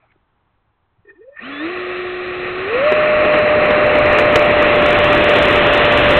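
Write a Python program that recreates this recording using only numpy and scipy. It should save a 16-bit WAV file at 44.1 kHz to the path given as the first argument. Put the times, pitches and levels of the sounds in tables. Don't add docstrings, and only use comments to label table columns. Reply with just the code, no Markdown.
import sys
import numpy as np
from scipy import signal
from scipy.fft import rfft, irfft
from scipy.io import wavfile
from scipy.ndimage import uniform_filter1d

SR = 44100
rng = np.random.default_rng(int(sys.argv[2]) if len(sys.argv) > 2 else 0)


def dump(signal):
    limited = np.clip(np.atleast_2d(signal).T, -1, 1)
    pcm = np.round(limited * 32767).astype(np.int16)
    wavfile.write(sys.argv[1], SR, pcm)


N = 272979
T = np.arange(N) / SR


def undb(db):
    return 10 ** (np.asarray(db) / 20)


def unit(x):
    return x / np.sqrt(np.mean(x ** 2))


def ramp(start, length):
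    return np.clip((T - start) / length, 0, 1)


def gate(start, length, edge_s=0.02):
    return ramp(start - edge_s / 2, edge_s) - ramp(start + length - edge_s / 2, edge_s)


def bell(centre, spread):
    return np.exp(-0.5 * ((T - centre) / spread) ** 2)


def walk(rate_hz):
    step = int(SR / rate_hz)
    held = np.repeat(rng.standard_normal(N // step + 1), step)
    smooth = uniform_filter1d(uniform_filter1d(held, step), step)
    return unit(smooth[:N])


def noise(spectrum):
    hz, db = np.transpose(spectrum)
    bins_hz = np.maximum(np.arange(N // 2 + 1) * SR / N, 1)
    colour_db = np.interp(np.log(bins_hz), np.log(hz), db)
    return unit(irfft(rfft(rng.standard_normal(N)) * undb(colour_db), N))


def resonate(x, hz, width):
    return signal.lfilter(*signal.iirpeak(hz, hz / width, fs=SR), x)


def rub_noise(first, second):
    return unit(resonate(resonate(rng.standard_normal(N), *first), *second))


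def boost(hz, resonances):
    return sum(db * np.exp(-((hz - centre) / width) ** 2) for centre, width, db in resonances)


# freq_hz, level_db (relative)
OPEN_AIR = [(25, 3), (60, 1.5), (110, 3.5), (150, -4), (230, -7.5), (400, -8), (600, -12.5), (800, -6),
            (1100, -7.5), (1600, -13), (2450, -19.5), (3450, -22.5), (4000, -29.5)]
# peak_s, level_db, centre_hz, width_hz, spread_s
SHOE_SCUFFS = [(.02, -66, 1290, 900, 0.084), (0.013, -70, 2330, 400, 0.036), (0.043, -60, 670, 200, 0.013),
               (0.105, -62, 2180, 250, 0.012), (0.12, -52.5, 1940, 800, 0.0029),
               (0.161, -59, 350, 250, 0.0036), (0.997, -53, 90, 50, 0.011)]


def airfield(air_db=-65.5, drift_db=0.91):
    out = noise(OPEN_AIR) * undb(air_db + drift_db * walk(4.2))
    for peak_s, db, hz, width, spread in SHOE_SCUFFS:
        rub = rub_noise((hz, width), (hz, width))
        out = out + undb(db) * rub * bell(peak_s, spread)
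    return out


# centre_hz, width_hz, level_db
MOUNT_MODES = [(1820, 78, 0), (2470, 61, -1.5)]


def mount(x):
    return sum(undb(db) * resonate(x, hz, width) for hz, width, db in MOUNT_MODES)


# peak_s, level_db, spread_s
ROTOR_JERKS = [(1.056, -61, 0.0046), (1.074, -57, 0.003), (1.1, -41.5, 0.011), (1.163, -58, 0.013),
               (1.23, -57, 0.012), (1.358, -49.5, 0.021), (1.372, -36, 0.0037), (1.394, -29.5, 0.0044)]


def jerks(overtone_db=-14, rub_db=-17, wobble=0.0131):
    swell = sum(undb(db) * bell(peak_s, spread) for peak_s, db, spread in ROTOR_JERKS)
    ring = 0
    for i, (hz, _, db) in enumerate(MOUNT_MODES):
        wavering_hz = hz * (1 + wobble * walk(200))
        angle = 2 * np.pi * np.cumsum(wavering_hz) / SR
        ring = ring + undb(db + i * overtone_db) * np.sin(angle)
    rub = rub_noise((1300, 1100), (1000, 1100))
    return swell * (np.sqrt(2) * ring + undb(rub_db) * rub)


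# centre_hz, width_hz, boost_db
CHIRP_RESONANCE = [(418, 45, 5.5)]
# start_s, length_s, first_hz, last_hz, level_db, pitch scatter (share)
STEP_CHIRPS = [(1.058, 0.08, 398, 433, -54.5, 0.065), (1.163, 0.192, 303, 590, -48.5, 0.022)]


def chirp(rasp_db=-32, stutter_db=5.0):
    out = 0
    buzz = unit(mount(rng.standard_normal(N)))
    for start, length, first_hz, last_hz, db, scatter in STEP_CHIRPS:
        glide_hz = first_hz + (last_hz - first_hz) * np.sin(np.pi / 2 * ramp(start, length))
        uneven_hz = glide_hz * (1 + scatter * walk(168.5))
        tone = np.sqrt(2) * np.sin(2 * np.pi * np.cumsum(uneven_hz) / SR)
        level_db = db + boost(glide_hz, CHIRP_RESONANCE) + stutter_db * walk(100)
        out = out + gate(start, length) * undb(level_db) * (tone + undb(rasp_db) * buzz)
    return out


START_S, START_LAG_S, START_HZ = 1.369, 0.041, 289.1
SAG_HZ, SAG_S = 25.83, 2.4
# start_s, length_s, shaft_rise_hz
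THROTTLE_PUSHES = [(1.586, 0.13, 73), (2.54, 0.1, 18), (2.653, .215, 229.5)]


def shaft_rate():
    caught = START_HZ * (1 - np.exp(-np.maximum(T - START_S, 0) / START_LAG_S))
    pushes = sum(rise * ramp(start, length) for start, length, rise in THROTTLE_PUSHES)
    last_start, last_length, _ = THROTTLE_PUSHES[-1]
    full_power_s = np.maximum(T - last_start - last_length, 0)
    sag = SAG_HZ * (1 - np.exp(-full_power_s / SAG_S))
    return np.maximum(caught + uniform_filter1d(pushes, size=1500) - sag, 1)


# freq_hz, level_db (relative)
DUCT_COLOUR = [(40, -15), (210, -6.5), (490, 1.5), (760, -3), (890, -12.5), (1000, -15.5), (1090, 2.5),
               (1300, 1), (1620, -5.5), (1880, 3.5), (2190, -4.5), (2330, 0), (2620, -0.5), (3100, -13.5),
               (3520, -25), (3950, -16)]


def duct_air(shaft_hz, air_db=-17.0, db_per_decade=44, surge_db=1.1, flutter_db=1.02,
             swish_s=0.012, build_s=0.043):
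    speed_db = db_per_decade * np.log10(np.maximum(shaft_hz, 200) / shaft_hz.max())
    acceleration = uniform_filter1d(np.gradient(shaft_hz) * SR, size=2500)
    load = np.clip(acceleration / 1000, 0, 1) * np.interp(shaft_hz, [300, 420], [0, 1])
    flow = noise(DUCT_COLOUR)
    swish_band = signal.butter(3, [1100, 2700], "bandpass", fs=SR, output="sos")
    swish = signal.sosfiltfilt(swish_band, flow)
    rest = flow - swish
    air = swish * ramp(START_S - swish_s, swish_s) + rest * ramp(START_S, build_s) ** 2
    return air * undb(air_db + speed_db + surge_db * load + flutter_db * walk(20))


# multiple of shaft rate, level_db
WHINE_PARTIALS = [(6, 2.5), (12, 5)]
# start_s, length_s, level_db
LOAD_PULLS = [(1.41, 0.062, -49), (1.523, .13, -48.5)]


def whine(angle, flare_db=13, flicker_db=2):
    load = sum(undb(db) * gate(start, length) for start, length, db in LOAD_PULLS)
    partials = sum(undb(db) * np.sin(multiple * angle) for multiple, db in WHINE_PARTIALS)
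    pull = np.sqrt(2) * partials * load * undb(flicker_db * walk(90))
    return pull + undb(flare_db) * mount(pull)


def bearings(shaft_hz, hiss_db=-44, centre_hz=3500, width_hz=1300):
    hiss = rub_noise((centre_hz, width_hz), (centre_hz, width_hz))
    return hiss * undb(hiss_db) * np.interp(shaft_hz, [170, 360], [0, 1])


THRUST_M_S2 = 3.84


def ground_speed(shaft_hz):
    return THRUST_M_S2 * np.cumsum((shaft_hz / shaft_hz.max()) ** 2) / SR


HUM_DB, HUM_DB_PER_DECADE = -12.5, 60
HUM_FADE_DB, HUM_DRIFT_DB = -2, -0.6
# centre_hz, width_hz, boost_db
AIRFRAME_SHAKES = [(321, 23, 7), (487, 18, 3.5)]


def hum_level(shaft_hz, speed):
    growth_db = HUM_DB_PER_DECADE * np.log10(shaft_hz / shaft_hz.max())
    spin_db = HUM_DB + growth_db + boost(shaft_hz, AIRFRAME_SHAKES)
    return spin_db + (speed / speed.max()) ** 2 * (HUM_FADE_DB + HUM_DRIFT_DB * walk(14))


# multiple of shaft rate, level_db
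HUM_PARTIALS = [(1, -1.5), (2, -18), (3, -20.5)]


def rotor(angle, hum_db, waver_db=0.53, body_hz=810):
    partials = sum(undb(db) * np.sin(multiple * angle) for multiple, db in HUM_PARTIALS)
    hum = signal.sosfilt(signal.butter(4, body_hz, fs=SR, output="sos"), partials)
    return np.sqrt(2) * hum * undb(hum_db + waver_db * walk(25))


WHEEL_DB, WHEEL_KNEE_M_S, WHEEL_POWER = -14, 4.03, 2.27
TYRE_DB, TYRE_KNEE_M_S, TYRE_POWER = -17, 9.64, 5
WIND_DB, WIND_DB_PER_DECADE = -24, 20.5
# freq_hz, level_db (relative)
WHEEL_COLOUR = [(60, -10.5), (190, -3.5), (300, 2), (500, 4), (700, 3.5), (860, -2.5), (1150, 0),
                (1500, -5.5), (2000, -3), (2700, -7), (3150, -19), (4000, -25)]
# freq_hz, level_db (relative)
TYRE_COLOUR = [(300, -25), (1200, -1.5), (1900, 2), (2250, -7), (2700, 3), (3150, -1), (3550, -3),
               (4000, -17)]
# freq_hz, level_db (relative)
WIND_COLOUR = [(15, -7.5), (35, -3.5), (70, 3), (120, 1.5), (250, -11), (800, -34)]
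# start_s, peak_db, decay_s
WHEEL_SURGES = [(2.921, -11.5, 0.0054), (3.249, -13.5, 0.0072), (3.336, -13.5, 0.01), (3.704, -11, 0.0056),
                (3.952, -13.5, 0.0049), (4.186, -10, 0.005), (4.356, 1.5, 0.0047), (4.36, -3.5, 0.0018),
                (5.355, -22, 0.017)]


def ground_run(speed, rattle_db=0.09, gust_db=1.6):
    rumble = undb(WHEEL_DB) / (1 + (WHEEL_KNEE_M_S / speed) ** WHEEL_POWER)
    sizzle = undb(TYRE_DB) / (1 + (TYRE_KNEE_M_S / speed) ** TYRE_POWER)
    wind_db = WIND_DB + WIND_DB_PER_DECADE * np.log10(speed / speed.max())
    rattle = undb(rattle_db * walk(70))
    surges = 0
    for start, db, decay in WHEEL_SURGES:
        surges = surges + (T >= start) * undb(db) * np.exp(-np.abs(T - start) / decay)
    wheels = (rattle * rumble + surges) * noise(WHEEL_COLOUR)
    hiss = (rattle * sizzle + surges / 2) * noise(TYRE_COLOUR)
    wind = undb(wind_db + gust_db * walk(13)) * noise(WIND_COLOUR)
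    return wheels + hiss + wind


def scene():
    shaft_hz = shaft_rate()
    speed = ground_speed(shaft_hz)
    angle = 2 * np.pi * np.cumsum(shaft_hz) / SR
    motor = jerks() + chirp() + whine(angle) + bearings(shaft_hz)
    humming = np.interp(shaft_hz, [178, 226], [0, 1])
    fan = duct_air(shaft_hz) + humming * rotor(angle, hum_level(shaft_hz, speed))
    return (airfield() + motor + fan + ground_run(speed))[None]


def record(dry, headroom=0.94, drive_db=1.0, mic_hz=4080, clip_level=0.7, top_hz=15900):
    rounded = headroom * np.tanh(undb(drive_db) * dry / headroom)
    narrow = signal.sosfilt(signal.cheby1(14, 0.2, mic_hz, fs=SR, output="sos"), rounded)
    clipped = np.clip(narrow, -clip_level, clip_level)
    return signal.sosfiltfilt(signal.ellip(8, 0.1, 50, top_hz, fs=SR, output="sos"), clipped)


dry = scene()
out = record(dry)
dump(out)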